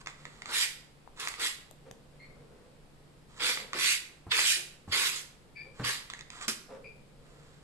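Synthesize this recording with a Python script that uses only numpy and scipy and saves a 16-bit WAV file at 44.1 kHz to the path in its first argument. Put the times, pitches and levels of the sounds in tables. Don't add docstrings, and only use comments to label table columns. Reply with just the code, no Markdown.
import sys
import numpy as np
from scipy import signal
from scipy.fft import rfft, irfft
from scipy.io import wavfile
from scipy.ndimage import uniform_filter1d

SR = 44100
rng = np.random.default_rng(int(sys.argv[2]) if len(sys.argv) > 2 else 0)


def log_audio(samples):
    frames = np.atleast_2d(samples).T
    limited = np.clip(frames, -1, 1)
    pcm = np.round(limited * 32767).astype(np.int16)
    wavfile.write(sys.argv[1], SR, pcm)


N = 336483
T = np.arange(N) / SR
HZ = np.fft.rfftfreq(N, 1 / SR)

# (time [s], swell [s], hold [s], fade [dB/s], scrape [dB], first bite re scrape [dB],
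#  fizz re scrape [dB], pull on the cords [dB], pin ring [Hz])
STROKES = [ (0.494, 0.084, 0.056, 253, -33.5, -16, 0.5, -41, 2140),
           (1.196, 0.0045, 0.053, 100, -47, -7, -1.5, -45.5, 1930),
           (1.39, 0.031, 0.046, 259, -36, -21, 0.5, -41, 2020),
           (3.406, 0.074, .025, 185, -33, -4.5, -3, -37.5, 2120),
           (3.74, 0.12, 0.073, 328, -31.5, -18, 0, -39, 2350),
           (4.32, 0.016, 0.091, 302, -32.5, 4, -1, -38, 2520),
           (4.413, 0.058, 0.05, 219, -31, -45, 2, -68, 2360),
           (4.927, 0.052, 0.09, 172, -33.5, 2.5, -1, -36.5, 2200),
           (5.123, 0.047, 0.011, 270, -52, -8, 7.5, -51.5, 2000),
           (5.845, 0.036, 0.012, 181, -35, -3.5, -1, -38, 1740), ]
# (time [s], level [dB], length [s])
STRAINS = [(0, -50, 0.023), (0.06, -46.5, 0.058), (0.12, -56.5, 0.38), (0.455, -42, 0.17),
           (1.16, -48.5, 0.049), (1.197, -42.5, 0.11), (1.29, -48, 0.065), (3.28, -58, 0.16),
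           (3.36, -48.5, 0.096), (4.88, -49, 0.075), (5.74, -50, 0.31), (6.1, -53, 0.12),
           (6.31, -46.5, 0.12), (6.408, -38, 0.05), (7.2, -61.5, 0.48)]
# (time [s], ring [dB], click re ring [dB])
TICKS = [(0.0607, -30, -2), (0.0715, -17, -11), (0.2536, -23, -12), (0.42, -27, -3), (0.4577, -23.5, -8),
         (1.2735, -13, -11), (1.34, -24, -13), (1.3971, -29, -4), (3.402, -36, -10), (3.574, -15, -26),
         (3.6016, -26, -11), (3.7322, -15.5, -8.5), (3.742, -23, -10), (4.3141, -26, -13),
         (4.3892, -8, -18), (4.3927, -8.5, -15), (5.8476, -22, -4), (6.1001, -27.5, 0.5), (6.106, -36, -1),
         (6.136, -25.5, -5), (6.1916, -35, -2), (6.209, -30, -2), (6.3025, -41.5, 10.5), (6.4126, -28, -10),
         (6.4258, -33, 0)]
# (time [s], level [dB], decay [s])
SNAPS = [(1.197, -38, 0.024), (1.283, -29, 0.0041), (1.395, -39, 0.02), (4.921, -39, 0.0055),
         (5.848, -34.5, 0.0079), (6.480, -25, 0.024)]
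# (time [s], level [dB], decay [s], thud pitch [Hz])
BUMPS = [(1.911, -30.5, 0.0016, 288), (3.435, -39, 0.01, 440), (3.49, -37.5, 0.016, 504),
         (3.749, -38, 0.037, 347), (4.266, -37, 0.031, 91.7), (4.567, -46, 0.051, 361),
         (4.876, -36, 0.037, 88), (5.796, -29.5, 0.039, 122), (5.798, -40.5, 0.028, 280),
         (6.479, -31.5, 0.028, 223)]
# (time [s], level [dB], pitch [Hz], crack re ring [dB])
TAPS = [(1.0757, -31.5, 885, -23), (1.7116, -33.5, 620, -1.5), (1.9125, -36.5, 680, 5)]
# (time [s], level [dB], length [s], hollow note [Hz])
SHUFFLES = [(0.25, -56, 0.027, 488), (1.853, -51.5, 0.042, 517), (2.133, -62.5, 0.59, 487),
            (3.4, -45, 0.11, 500), (3.535, -54, 0.14, 488), (5.637, -59, 0.061, 490),
            (5.78, -50.5, 0.055, 433), (6.678, -47.5, 0.097, 532), (6.81, -62.5, 0.12, 445),
            (7.158, -67, 0.35, 495)]
# (time [s], level [dB], top pitch [Hz], length [s], hoarseness [share of pitch],
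#  octave [dB], in-between tones [dB])
PEEPS = [(2.191, -55, 2166, 0.077, 0.0156, -11, -31), (5.55, -48.5, 2349, 0.082, 0.024, -11, -13.5),
         (6.838, -46, 2412, 0.043, 0.014, -19, -40)]

# (frequency [Hz], density [dB/Hz])
SCRAPE_SPECTRUM = [(500, -31), (1000, -33.5), (1500, -8), (2000, -1.5), (2600, -2), (3400, 0), (4150, -3),
                   (4900, -2), (5800, -18.5), (7000, -56.5), (10000, -55.5)]
FIZZ_SPECTRUM = [(3000, -34.5), (5500, 1.5), (7000, 0), (8200, 0), (9200, 0), (10300, -3.5), (11500, -3.5),
                 (13000, -12.5)]
RASP_SPECTRUM = [(400, -70), (700, -9), (1100, 6), (1400, 5), (2000, -13), (4000, -114)]
DRAG_SPECTRUM = [(40, -21), (150, -7), (300, 3.5), (470, 8), (650, -5), (1200, -39), (4000, -72)]
STRAIN_SPECTRUM = [(100, -21), (650, -7), (1080, 7.5), (1500, 4.5), (2050, 2.5), (2650, -2), (3300, 0.5),
                   (4600, -2), (5400, -6), (6300, -8.5), (7300, -6), (9200, -14.5), (13000, -31)]
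TICK_SPECTRUM = [(400, -38), (1000, 5.5), (2700, 2), (4600, 3), (5400, -5.5), (6200, -1.5), (7300, -7),
                 (9200, -13.5), (13000, -38)]
SNAP_SPECTRUM = [(100, -48), (650, -42), (1100, 1.5), (1900, 2.5), (3300, 1.5), (5200, 5), (7000, -1),
                 (8200, -2.5), (10300, -2.5), (13000, -11)]
SHUFFLE_SPECTRUM = [(100, -23.5), (240, -4), (340, -20.5), (440, 0), (530, -5.5), (700, -14.5),
                    (1100, -15.5), (1800, -22.5), (3000, -32), (8000, -39.5), (13000, -59)]
FLOOR_SPECTRUM = [(12, -39), (20, 13), (64, -2.5), (96, -6.5), (145, -0.5), (175, -4), (270, -7.5),
                  (405, -10), (464, -8), (625, -13.5), (1490, -20.5), (4900, -26.5), (6090, -32.5),
                  (7980, -28.5), (13000, -38.5)]
# (frequency [multiple of thud pitch], density [dB/Hz])
BUMP_SPECTRUM = [(.2, -21), (.5, -2), (1, 3.5), (1.7, 0.5), (2.6, -7), (4, -12), (6, -16), (13, -15),
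                 (35, -41.5), (100, -47)]
# (frequency [Hz], level [dB], t60 [s])
HEAD_MODES = [(1274, -14, 0.013), (2036, -1, 0.0046), (3360, -19, 0.012)]
# (frequency [Hz], correlation [-1..1])
LIKENESS = [(30, 0.73), (400, 0.62), (900, 0.19), (2000, 0), (13000, 0.18)]
# (frequency [Hz], left re right [dB])
CHANNEL_BALANCE = [(100, -6), (650, 3), (1100, -3.5), (1600, 1), (2400, -4), (3300, -3.5), (4800, -5),
                   (6000, -8.5), (7000, -16), (8000, -23.5), (9200, 7.5), (10300, 15), (13000, 14)]
# (frequency [Hz], t60 [s])
ROOM_T60 = [(150, 0.64), (600, 0.72), (2000, 0.5), (5000, 0.46), (12000, 0.41)]

TOUCH_DB, TOUCH_S = 2.5, 0.0055
DULL_DB, SPEED_UP_S = -10.5, 0.03
SLACK_DB_PER_S2 = 283
RASP_FOLLOWS = 0.12
EARLY_ECHO_DB = 1
WALL_BOOST, WALL_S = 0.92, 0.0064
FLOOR_DB, HUM_DB, HUM_HZ = -57, -65.5, 146
EDGE_HZ = 13120


def strokes(judder_db=0.24):
    scrape, fizz, tension = sum(pull(*row[:-1]) for row in STROKES)
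    judder = amp(judder_db * unit(uniform_filter1d(rng.standard_normal(N), size=300)))
    snags = spray(per_s=900, spread_db=2.5, shared=0.7)
    fine_slips = spray(per_s=5000, spread_db=1, shared=0.25)
    fibres = judder * unit(patchy_bands(fine_slips) + 0.65 * snags)
    hiss = amp(3.0) * colour(fibres * scrape, SCRAPE_SPECTRUM)
    hiss += amp(-0.5) * colour(fibres * fizz, FIZZ_SPECTRUM)
    rasp = amp(-3.5) * colour(snags * tension, RASP_SPECTRUM)
    slides = slips(per_s=600, spread_db=1.5)
    drag = amp(-11.5) * colour(slides * tension, DRAG_SPECTRUM)
    return hiss + amp(-4.5) * scrape * pin_ring() + rasp + drag


def pull(s, swell, hold, fade, db, bite_db, bright_db, taut_db):
    age = np.maximum(T - s, 0)
    touch = np.where(T < s, amp(TOUCH_DB) * np.exp(np.minimum(T - s, 0) / TOUCH_S), 1)
    contact = touch * amp(-fade * np.maximum(age - swell - hold, 0))
    swell_db = bite_db * (1 - np.sin(np.pi / 2 * np.minimum(age / swell, 1)))
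    scrape = contact * amp(db + swell_db)
    fizz = scrape * amp(bright_db + DULL_DB * np.exp(-age / SPEED_UP_S))
    tension = contact * amp(taut_db + RASP_FOLLOWS * swell_db - SLACK_DB_PER_S2 * age ** 2)
    return np.array([scrape, fizz, tension])


def patchy_bands(x):
    z = signal.stft(x, nperseg=512)[2]
    patches = uniform_filter1d(rng.standard_normal(z.shape[1:]), size=7, axis=1)
    patches = unit(uniform_filter1d(patches, size=5, axis=0))
    gain = amp(5.8 * np.minimum(patches, 1.1))
    return unit(signal.istft(z * gain)[1][:, :N])


def pin_ring(width_hz=520, rise_hz_per_s=1300):
    starts, hz = np.array([(row[0], row[-1]) for row in STROKES]).T
    row = latest(starts)
    climb_hz = rise_hz_per_s * np.clip(T - starts[row], 0, 0.5)
    return resonate(spray(per_s=2500, spread_db=4.5, shared=1.0), hz[row] + climb_hz, width_hz)


def snaps():
    crackle = spray(per_s=12000, spread_db=1, shared=0.7)
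    return colour(bursts(SNAPS, rise_s=0.0007) * crackle, SNAP_SPECTRUM)


def strains():
    crackle = slips(per_s=3500, spread_db=3.8)
    return amp(-4.5) * colour(swells(STRAINS) * crackle, STRAIN_SPECTRUM)


def ticks(click_db=9, chatter_db=2.5, decay_s=0.0007, rise_s=0.0001725):
    out = np.zeros(N)
    t = np.arange(4096) / SR
    modes = sum(amp(db - 60 * t / t60) * np.sin(2 * np.pi * hz * t) for hz, db, t60 in HEAD_MODES)
    ring = (1 - np.exp(-t / rise_s)) * modes
    for s, db, bright_db in TICKS:
        chatter = unit(t * np.exp(-t / decay_s) * rng.choice([-1., 1.], len(t))) / np.sqrt(len(t))
        flick = amp(chatter_db) * chatter
        flick[round(decay_s * SR)] = 0.42
        add(out, s, amp(db) * ring)
        add(out, s, amp(db + bright_db + click_db) * colour(flick, TICK_SPECTRUM))
    return out


def bumps(ring_db=-4):
    out = np.zeros(N)
    for s, db, decay_s, hz in BUMPS:
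        blow = bursts([(s, db, decay_s)], rise_s=0.00025)
        spectrum = [(k * hz, level) for k, level in BUMP_SPECTRUM]
        out += amp(-5.0) * colour(blow * rng.standard_normal(N), spectrum)
        out += amp(ring_db) * blow * np.sin(2 * np.pi * hz * (T - s))
    return out


def taps(decay_s=0.0014, crack_s=0.00067, right_db=-15):
    cracks = [(s, db + crack_db, crack_s) for s, db, hz, crack_db in TAPS]
    out = bursts(cracks, rise_s=1 / SR) * rng.standard_normal(N)
    for s, db, hz, _ in TAPS:
        out += bursts([(s, db, decay_s)], rise_s=decay_s / 10) * np.sin(2 * np.pi * hz * (T - s))
    return out * amp([[0], [right_db]])


def shuffles(hollow_db=-6, width_hz=110):
    starts, hz = np.array([(row[0], row[-1]) for row in SHUFFLES]).T
    level = swells([row[:-1] for row in SHUFFLES])
    hollow = resonate(rng.standard_normal(N), hz[latest(starts)], width_hz)
    rub = colour(level * slips(per_s=1100, spread_db=6.5), SHUFFLE_SPECTRUM)
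    return rub + amp(hollow_db) * level * hollow


def bird(scoop=0.04, flutter=0.48, rise=0.18):
    out = np.zeros(N)
    for s, db, hz, length_s, rough, octave_db, between_db in PEEPS:
        u = np.clip((T - s) / length_s, 0, 1)
        noise = uniform_filter1d(rng.standard_normal((2, N)), size=100)
        waver, shake = map(unit, uniform_filter1d(noise, size=60))
        pitch_hz = hz * (1 - scoop * (1 - u) ** 4 + rough * waver)
        turn = 2 * np.pi * np.cumsum(pitch_hz) / SR
        between = np.sin(turn * 3 / 4) + np.sin(turn * 3 / 2) / 4
        voice = np.sin(turn) + amp(octave_db) * np.sin(2 * turn)
        voice += amp(between_db) * np.minimum(2 * u, 1) * between
        envelope = np.minimum(np.minimum(u, 1 - u) / rise, 1)
        out += amp(db) * envelope * (1 + flutter * shake) * voice
    return out


def room(x, first_wall_s=0.01, count=3):
    out = np.zeros((2, N))
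    for k in range(count):
        hz, t, z = signal.stft(pair(*rng.standard_normal((2, SR // 2))), SR, nperseg=256)
        tail = signal.istft(z * amp(-60 * t / read(ROOM_T60, hz)[:, None]), SR)[1]
        since = np.arange(tail.shape[1]) / SR - first_wall_s
        wall = 1 + WALL_BOOST * np.exp(-abs(since) / WALL_S)
        tail = tail * np.where(since < 0, amp(EARLY_ECHO_DB), wall)
        place = np.sqrt(2 / count) * np.cos(np.pi * (2 * T + k / count))
        sent = np.ones((2, 1)) * x * place
        out += signal.oaconvolve(sent, tail / np.linalg.norm(tail[0]), axes=1)[:, :N]
    return out


def room_tone():
    air = pair(*[colour(rng.standard_normal(N), FLOOR_SPECTRUM) for _ in range(2)])
    hum = unit(irfft(rfft(rng.standard_normal(N)) / (1 + ((HZ - HUM_HZ) / 2.5) ** 2), N))
    return amp(FLOOR_DB) * air + amp(HUM_DB) * hum


def slips(per_s, spread_db):
    size = amp(spread_db * np.minimum(rng.exponential(1, N), 3))
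    return unit(size * rng.choice([-1., 1.], N) * (rng.random(N) < per_s / SR))


def spray(per_s, spread_db, shared):
    left, right, both = (slips(per_s, spread_db) for _ in range(3))
    common = np.sqrt(shared) * from_right(both, lag_s=0.00012)
    return common + np.sqrt(1 - shared) * np.array([left, right])


def from_right(x, lag_s=0.00014):
    return np.array([irfft(rfft(x) * np.exp(-2j * np.pi * HZ * lag_s), N), x])


def pair(a, b):
    same = np.clip(read(LIKENESS, np.fft.rfftfreq(len(a), 1 / SR)), -1, 1)
    return np.array([a, irfft(same * rfft(a) + np.sqrt(1 - same ** 2) * rfft(b), len(a))])


def channel_balance(x, share):
    half = np.array([[0.5], [-0.5]])
    return irfft(rfft(x) * amp(share * read(CHANNEL_BALANCE, HZ) * half), N)


def bursts(rows, rise_s):
    envelope = np.zeros(N)
    for s, db, decay_s in rows:
        age = np.maximum(T - s, 0)
        envelope += amp(db) * (1 - np.exp(-age / rise_s)) * np.exp(-age / decay_s)
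    return envelope


def swells(rows):
    envelope = np.zeros(N)
    for s, db, length_s in rows:
        u = np.clip((T - s) / length_s, 0, 1)
        envelope += amp(db) * np.sqrt(abs(np.sin(np.pi * u)))
    return envelope


def resonate(x, hz, width_hz):
    turn = np.exp(2j * np.pi * np.cumsum(hz) / SR)
    r = np.exp(-np.pi * width_hz / SR)
    low = signal.lfilter([(1 - r) ** 2], [1, -2 * r, r * r], x / turn)
    return unit((turn * low).real)


def colour(x, spectrum):
    log_gain = np.log(amp(read(spectrum, abs(np.fft.fftfreq(4096, 1 / SR)))))
    ring = np.fft.ifft(np.exp(np.conj(signal.hilbert(log_gain)))).real[:len(log_gain) // 2]
    return np.apply_along_axis(signal.oaconvolve, -1, x, ring / np.linalg.norm(ring))[..., :N]


def read(points, hz):
    f, value = np.transpose(points)
    return np.interp(np.log(hz + 1), np.log(f + 1), value)


def latest(starts):
    return np.maximum(np.searchsorted(starts, T, "right") - 1, 0)


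def add(mix, s, sound):
    part = mix[round(s * SR):][:len(sound)]
    part += sound[:len(part)]


def amp(db):
    return 10 ** (np.asarray(db) / 20)


def unit(x):
    return x / np.sqrt(np.mean(x ** 2) + 1e-20)


def scene():
    brush = strokes() + snaps()
    tick = from_right(strains() + ticks())
    thud, tap = bumps(), taps()
    shuffle, peep = shuffles(), bird()
    close = channel_balance(brush, share=0.73) + channel_balance(tick, share=1.0) + thud + tap
    sent = amp(-7.0) * brush + amp(-4.0) * tick + amp(-8.5) * (thud + tap.mean(0))
    echo = channel_balance(room(sent), share=0.78)
    far_shuffle = amp(-2.0) * shuffle + amp(-0.5) * room(shuffle)
    far_bird = (amp(-0.5) * peep + amp(0.4) * room(peep)) * amp([[2.5], [-3]])
    return close + echo + far_shuffle + far_bird + room_tone()


def record(dry, threshold_db=-44, cut_db_per_db=0.24, recover_db_per_s=42, bass_hz=650):
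    power = abs(uniform_filter1d((dry ** 2).mean(0), SR // 50))
    power_db = 10 * np.log10(power + 1e-12)
    fall_db = T * recover_db_per_s
    held_db = np.maximum.accumulate(power_db + fall_db) - fall_db
    over_db = np.maximum(held_db - threshold_db, 0)
    lows = irfft(rfft(dry) / (1 + (HZ / bass_hz) ** 4), N)
    ducked = dry + lows * (amp(-cut_db_per_db * over_db) - 1)
    band = signal.firwin(511, EDGE_HZ, window=("kaiser", 9), fs=SR)
    return signal.oaconvolve(ducked, band[None], "same")


dry = scene()
out = record(dry)
log_audio(out)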